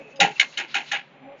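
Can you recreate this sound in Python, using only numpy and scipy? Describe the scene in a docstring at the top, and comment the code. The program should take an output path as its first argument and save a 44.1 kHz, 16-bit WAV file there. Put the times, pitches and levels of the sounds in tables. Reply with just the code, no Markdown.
"""A factory floor, facing a carton stitcher, heard almost in mono through a dull microphone.
The machine drives five wire staples into a passing cardboard sheet, about six a second.
Each blow cracks, rattles the steel head, rings the frame and thuds into the board; the wire feed
swishes in between. The feed drive whines as sheets move in and out, over the factory's low hum."""
import sys
import numpy as np
from scipy import signal
from scipy.fft import rfft, irfft
from scipy.io import wavfile
from scipy.ndimage import uniform_filter1d, minimum_filter1d

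SR = 44100
rng = np.random.default_rng(int(sys.argv[2]) if len(sys.argv) > 2 else 0)


def log_audio(samples):
    """Write samples as a 16-bit WAV file to the path given in sys.argv[1]."""
    # one column per channel
    frames = np.atleast_2d(samples).T
    # limit to full scale, then quantise
    limited = np.clip(frames, -1, 1)
    pcm = np.round(limited * 32767).astype(np.int16)
    wavfile.write(sys.argv[1], SR, pcm)


N = 61739
T = np.arange(N) / SR
HZ = np.fft.rfftfreq(N, 1 / SR)

# The bright hiss in the blows and the air. Each row: frequency in Hz, relative level in dB.
TREBLE_SPECTRUM = [(2500, -42.5), (3800, 3), (4300, 5.5), (4900, -3.5), (5500, -0.5), (6000, -1.5),
                   (6600, 4), (7200, -2), (7600, -10)]
# Modes of the machine's frame. Each row: frequency in Hz, relative level in dB, t60 in seconds.
FRAME_MODES = [(803, 3.5, 0.16), (725, -10.5, 0.15), (842, -14.5, 0.25)]


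def amp(db):
    """Decibels to gain."""
    return 10 ** (np.asarray(db) / 20)


def unit(x):
    """Scales to an rms of 1."""
    return x / np.sqrt(np.mean(x ** 2) + 1e-20)


def noise(spectrum):
    """Noise of rms 1, shaped by (Hz, dB) points."""
    hz, db = np.transpose(spectrum)
    gain = amp(np.interp(np.log(HZ + 1), np.log(hz), db))
    return unit(irfft(rfft(rng.standard_normal(N)) * gain, N))


def fuzzy_tone(hz, width_hz):
    """Noise of rms 1 in one resonance."""
    return unit(irfft(rfft(rng.standard_normal(N)) / (1 + (2 * (HZ - hz) / width_hz) ** 2), N))


def wander(rate_hz):
    """Smooth random motion of rms 1."""
    return unit(irfft(rfft(rng.standard_normal(N)) * np.exp(-(HZ / rate_hz) ** 2), N))


def strike(start, rise, hold, t60):
    """Envelope: a linear rise; from `hold` seconds after the start it falls 60 dB every t60."""
    return np.clip((T - start) / rise, 0, 1) * amp(-60 * np.maximum(T - start - hold, 0) / t60)


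def swell(peak, rise, fall):
    """Bell-shaped envelope, times in seconds."""
    return np.exp(-.5 * ((T - peak) / np.where(T < peak, rise, fall)) ** 2)


def ring(modes, start, rise, hold, damping=1, scatter_db=0):
    """Modes set ringing by one blow, each a little differently every time."""
    out = np.zeros(N)
    for hz, db, t60 in modes:
        tone = np.sin(2 * np.pi * (hz * T + rng.random()))
        gain = amp(db + scatter_db * rng.standard_normal())
        out += gain * tone * strike(start, rise, hold, t60 / damping)
    return out / np.sqrt(sum(amp(db) ** 2 for _, db, _ in modes) / 2)


def factory():
    """Room tone: a wavering wash, a faint hiss that comes and goes, and a low hum."""
    # The wash of the hall. Each row: frequency in Hz, relative level in dB.
    wash_spectrum = [(25, -38), (95, -38.5), (135, -10), (180, -9.5), (280, -7), (320, -21), (380, -5.5),
                     (470, -19.5), (540, -8), (620, -13), (1500, -17), (2200, -16), (3000, -19.5),
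                     (4000, -31), (5000, -46.5), (7000, -50), (9000, -83)]
    # The course of the hiss. Each row: time in seconds, level in dB.
    hiss_levels = [(0, -66), (.06, -72), (.12, -63), (.19, -88.5), (.3, -54), (.52, -54), (.65, -69.5),
                   (.97, -51), (1.03, -84), (1.12, -79.5), (1.34, -97), (1.39, -66.5)]
    hiss = noise(TREBLE_SPECTRUM) * amp(np.interp(T, *np.transpose(hiss_levels)))
    wash = amp(-54) * noise(wash_spectrum) * amp(.8 * wander(rate_hz=42))
    hum = amp(-65.5) * fuzzy_tone(148, width_hz=9.5)
    return wash + hiss + hum


def feed_drive():
    """The drive moves the sheets in short, slightly unsteady whines."""
    # Runs of the drive. Each row: start in seconds, length in seconds, pitch in Hz, level in dB.
    whines = [(-.03, 0.06, 556, -46.5), (0.039, 0.063, 437, -55), (0.131, 0.15, 556, -49.5),
              (0.192, 0.035, 552, -31), (0.227, 0.097, 436.5, -44.5), (1.205, 0.083, 274.3, -54),
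              (1.255, .11, 558, -49)]
    # Partials of a whine. Each row: multiple of half the pitch, relative level in dB.
    partials = [(1, -12), (2, 4), (3, -8.5), (4, -14.5)]
    out = np.zeros(N)
    for start, length, hz, db in whines:
        turns = np.cumsum(hz / 2 * (1 + .017 * wander(rate_hz=29))) / SR
        tone = sum(amp(level) * np.sin(2 * np.pi * order * turns) for order, level in partials)
        progress = np.clip((T - start) / length, 0, 1)
        arch = np.maximum(np.sin(np.pi * progress), 0) ** .5
        out += amp(db) * arch * np.sqrt(2) * tone
    return out


def sheet():
    """Cardboard rubs along the belts; it squeaks a roller going in and rings the frame going out."""
    # Slides over belts and rollers. Each row: peak time in seconds, width in seconds, level in dB.
    slides = [(.01, 0.012, -44), (.09, 0.046, -52), (1.165, 0.024, -54), (1.254, 0.014, -51.5),
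              (1.326, 0.054, -51.5)]
    # Rubbing cardboard. Each row: frequency in Hz, relative level in dB.
    rub_spectrum = [(100, -19.5), (170, -14.5), (275, -3.5), (350, -5.5), (430, -1.5), (650, -4),
                    (810, -1.5), (950, -16), (1600, -24), (2400, -9), (4000, -47)]
    rub = noise(rub_spectrum) * sum(amp(db) * swell(peak, width, width) for peak, width, db in slides)
    frame = amp(-51.5) * fuzzy_tone(FRAME_MODES[0][0], width_hz=65) * swell(1.276, .056, .056)
    squeak = amp(-51) * fuzzy_tone(2586, width_hz=100) * swell(.08, .077, .077)
    return rub + frame + squeak


def latch(start):
    """A steel latch gives a light, gritty tick."""
    # Its resonances. Each row: frequency in Hz, relative level in dB, t60 in seconds.
    modes = [(2950, 3.5, .05), (3700, -3, .1), (4940, 0, 0.094), (6410, -5, 0.083)]
    return amp(-54) * sum(amp(db) * fuzzy_tone(hz, width_hz=360) * strike(start, .002, .01, t60)
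                          for hz, db, t60 in modes)


def crack(start, hz):
    """The driver hits the wire: a short clank, thrown back twice by nearby steel."""
    # The noise of the impact. Each row: frequency in Hz, relative level in dB.
    snap_spectrum = [(60, -59), (300, -29), (1200, -44), (1700, 3.5), (2200, -8.5), (2900, 17.5),
                     (3300, 2.5), (3800, 15), (4600, -18.5), (6700, -15), (7500, -42)]
    # Modes of the staple driver. Each row: frequency in Hz, relative level in dB, t60 in seconds.
    driver_modes = [(1608, -11, 0.021), (1790.5, -1.5, 0.061), (2252, 1, .025), (2720, -4.5, 0.016),
                    (2973, 2.5, 0.022), (3530, -3, 0.028), (3838, -3, .025), (4243, -16, 0.061),
                    (5520, -15, .025), (6260, -21, .025), (6720, -17.5, .025)]
    # Reflections off the machine. Each row: delay in seconds, level in dB against the direct sound.
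    echoes = [(.0075, -16), (.0142, -6)]
    rise_s, hold_s = .0028, .0046
    phase = 2 * np.pi * np.cumsum(hz + 100 * wander(rate_hz=270)) / SR
    snap = amp(-2.5) * np.sqrt(2) * np.sin(phase) + amp(-6.5) * noise(snap_spectrum)
    clank = amp(-4.5) * ring(driver_modes, start, rise_s, hold_s, scatter_db=4)
    direct = clank + snap * strike(start, rise_s, hold_s, t60=.022)
    return direct + sum(amp(db) * np.interp(T - delay, T, direct) for delay, db in echoes)


def head_rattle(start, hold, t60, grain):
    """The blow shakes the steel head: a grainy clatter over its ringing modes."""
    # Clattering steel. Each row: frequency in Hz, relative level in dB.
    clatter_spectrum = [(60, -63), (150, -38.5), (450, -24), (700, -9.5), (1000, -11.5), (1230, -12.5),
                        (1450, -3), (2150, 1), (2900, 2.5), (3300, -7), (3700, -10), (4500, -20.5),
                        (5500, -48.5)]
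    # Modes of the head. Each row: frequency in Hz, relative level in dB, t60 in seconds before damping.
    modes = [(1410, -1, 0.43), (1646, 2.5, 0.44), (1865, -4.5, 0.067), (2227, -8, 0.6), (2134, 3, 0.4),
             (2423, 3.5, .26), (2515, 5, 0.1), (2557, 0.5, 0.38), (2510, -2.5, .26), (2750, 0.5, 0.14),
             (2930, -6, 0.1), (3225, -2, 0.15), (3675, -0.5, .17), (6590, -8, 0.099)]
    clatter = amp(-2) * noise(clatter_spectrum) * grain * strike(start, .014, hold, t60)
    ringing = amp(-5) * ring(modes, start, rise=.004, hold=.024, damping=.42 / t60, scatter_db=1.5)
    return clatter + ringing


def ping(start, hz):
    """One note of the head lingers after the blow."""
    tone = np.sqrt(2) * np.sin(2 * np.pi * (hz * T + rng.random()))
    return tone * strike(start, rise=.0086, hold=.03, t60=.18)


def wire_snap(start, rattle_t60, grain):
    """The wire's bright snap tops a grainy treble burst that dies a little before the clatter."""
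    burst = noise(TREBLE_SPECTRUM) * grain * strike(start, rise=.006, hold=.003, t60=.88 * rattle_t60)
    snap = amp(-9.5) * fuzzy_tone(9230, width_hz=600) * strike(start, rise=.003, hold=.013, t60=.04)
    return burst + snap


def frame_ring(start):
    """The frame answers a moment after the blow with a fluttering ring."""
    return ring(FRAME_MODES, start + .0024, rise=.024, hold=.019) * amp(3.8 * wander(rate_hz=97))


def board_thud(start, hz):
    """The cardboard takes the blow: one resonance in a broad, dull noise, with the deep bass cut."""
    # Struck cardboard. Each row: frequency in Hz, relative level in dB.
    board_spectrum = [(40, -32.5), (100, -31), (145, -11), (220, -1.5), (340, 0.5), (550, -2), (900, 7.5),
                      (1500, -44)]
    thud = fuzzy_tone(hz, width_hz=.24 * hz) + amp(3) * noise(board_spectrum)
    low_cut = signal.butter(14, 137, "high", fs=SR, output="sos")
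    return signal.sosfilt(low_cut, thud) * strike(start, rise=.032, hold=.045, t60=.21)


def staples():
    """Five blows, each sounding the driver, head, wire, frame and board."""
    # Each row: start in seconds, crack level in dB and pitch in Hz, rattle level in dB, its t60 and
    # hold in seconds, wire snap and frame levels in dB, thud level in dB and pitch in Hz,
    # ping pitch in Hz and level in dB.
    blows = [(0.2003, -16.5, 2800, -14.5, .19, 0.029, -19, -12.5, -30, 155, 2710, -28.5),
             (0.396, -8, 2110, -22, 0.11, 0.03, -20, -45.5, -50.5, 1088, 2130, -34.5),
             (0.5724, -24, 2924, -28.5, 0.18, 0.042, -31.5, -43.5, -45.5, 353, 2160, -36.5),
             (0.7418, -24, 1442, -21.5, 0.19, 0.025, -29, -29, -43.5, 865, 2520, -41),
             (0.9144, -22, 1666, -23.5, 0.16, 0.042, -32.5, -30, -47.5, 785, 1667, -32.5)]
    out = np.zeros(N)
    for (start, crack_db, crack_hz, rattle_db, t60, hold,
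         snap_db, frame_db, thud_db, thud_hz, ping_hz, ping_db) in blows:
        grain = unit(amp(2 * wander(rate_hz=150)))  # clatter and treble flicker together
        out += amp(rattle_db) * head_rattle(start, hold, t60, grain)
        out += amp(ping_db) * ping(start, ping_hz)
        out += amp(snap_db) * wire_snap(start, t60, grain)
        out += amp(frame_db) * frame_ring(start)
        out += amp(thud_db) * board_thud(start, thud_hz)
        out += amp(crack_db) * crack(start, crack_hz)
    return out


def wire_feed():
    """Wire is drawn for each next staple with a swish and a slight squeak."""
    # Feed strokes. Each row: start and length in seconds, swish level in dB, squeak level in dB.
    strokes = [(0.337, 0.043, -44.5, -42), (0.495, 0.05, -49.5, -50), (0.671, 0.025, -41.5, -71),
               (0.844, 0.071, -44, -66)]
    # Sliding wire. Each row: frequency in Hz, relative level in dB.
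    swish_spectrum = [(300, -19.5), (1200, -14.5), (2000, -5.5), (2700, -2.5), (3300, -7), (4000, -4.5),
                      (5000, -13.5), (6500, -23), (7500, -29.5)]
    swish_level, squeak_level = np.zeros((2, N))
    for start, length, swish_db, squeak_db in strokes:
        swish_level += amp(swish_db) * strike(start, rise=.045, hold=length, t60=.45)
        squeak_level += amp(squeak_db) * swell(start + .7 * length, rise=.0088, fall=.0078)
    swish = noise(swish_spectrum) * swish_level * amp(.8 * wander(rate_hz=79))
    return swish + fuzzy_tone(2706, width_hz=200) * squeak_level


def scene():
    """The machine straight ahead; a trace of hiss follows its level and gives a little width."""
    mid = staples() + wire_feed() + latch(start=.158) + feed_drive() + sheet() + factory()
    running_rms = np.sqrt(abs(uniform_filter1d(mid ** 2, size=400)))
    side = amp(-37) * noise(TREBLE_SPECTRUM) * running_rms
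    return np.array([mid + side, mid - side])


def record(dry):
    """A dull microphone with little top octave, into a fast peak limiter and a steep low-pass."""
    # The microphone's response. Each row: frequency in Hz, gain in dB.
    response = [(6900, 0), (7300, -4), (7600, -27), (8200, -34), (8800, -16.5), (9500, -25.5), (9900, -28)]
    ceiling, cutoff_hz = .97, 9790
    heard = irfft(rfft(dry, axis=1) * amp(np.interp(HZ, *np.transpose(response))), N, axis=1)
    allowed_gain = ceiling / np.maximum(abs(heard).max(axis=0), ceiling)
    gain = uniform_filter1d(minimum_filter1d(allowed_gain, size=89), size=89)  # 2 ms windows
    low_pass = signal.firwin(511, cutoff_hz, window=("kaiser", 9), fs=SR)
    return signal.oaconvolve(heard * gain, low_pass[None], "same")


dry = scene()
out = record(dry)
log_audio(out)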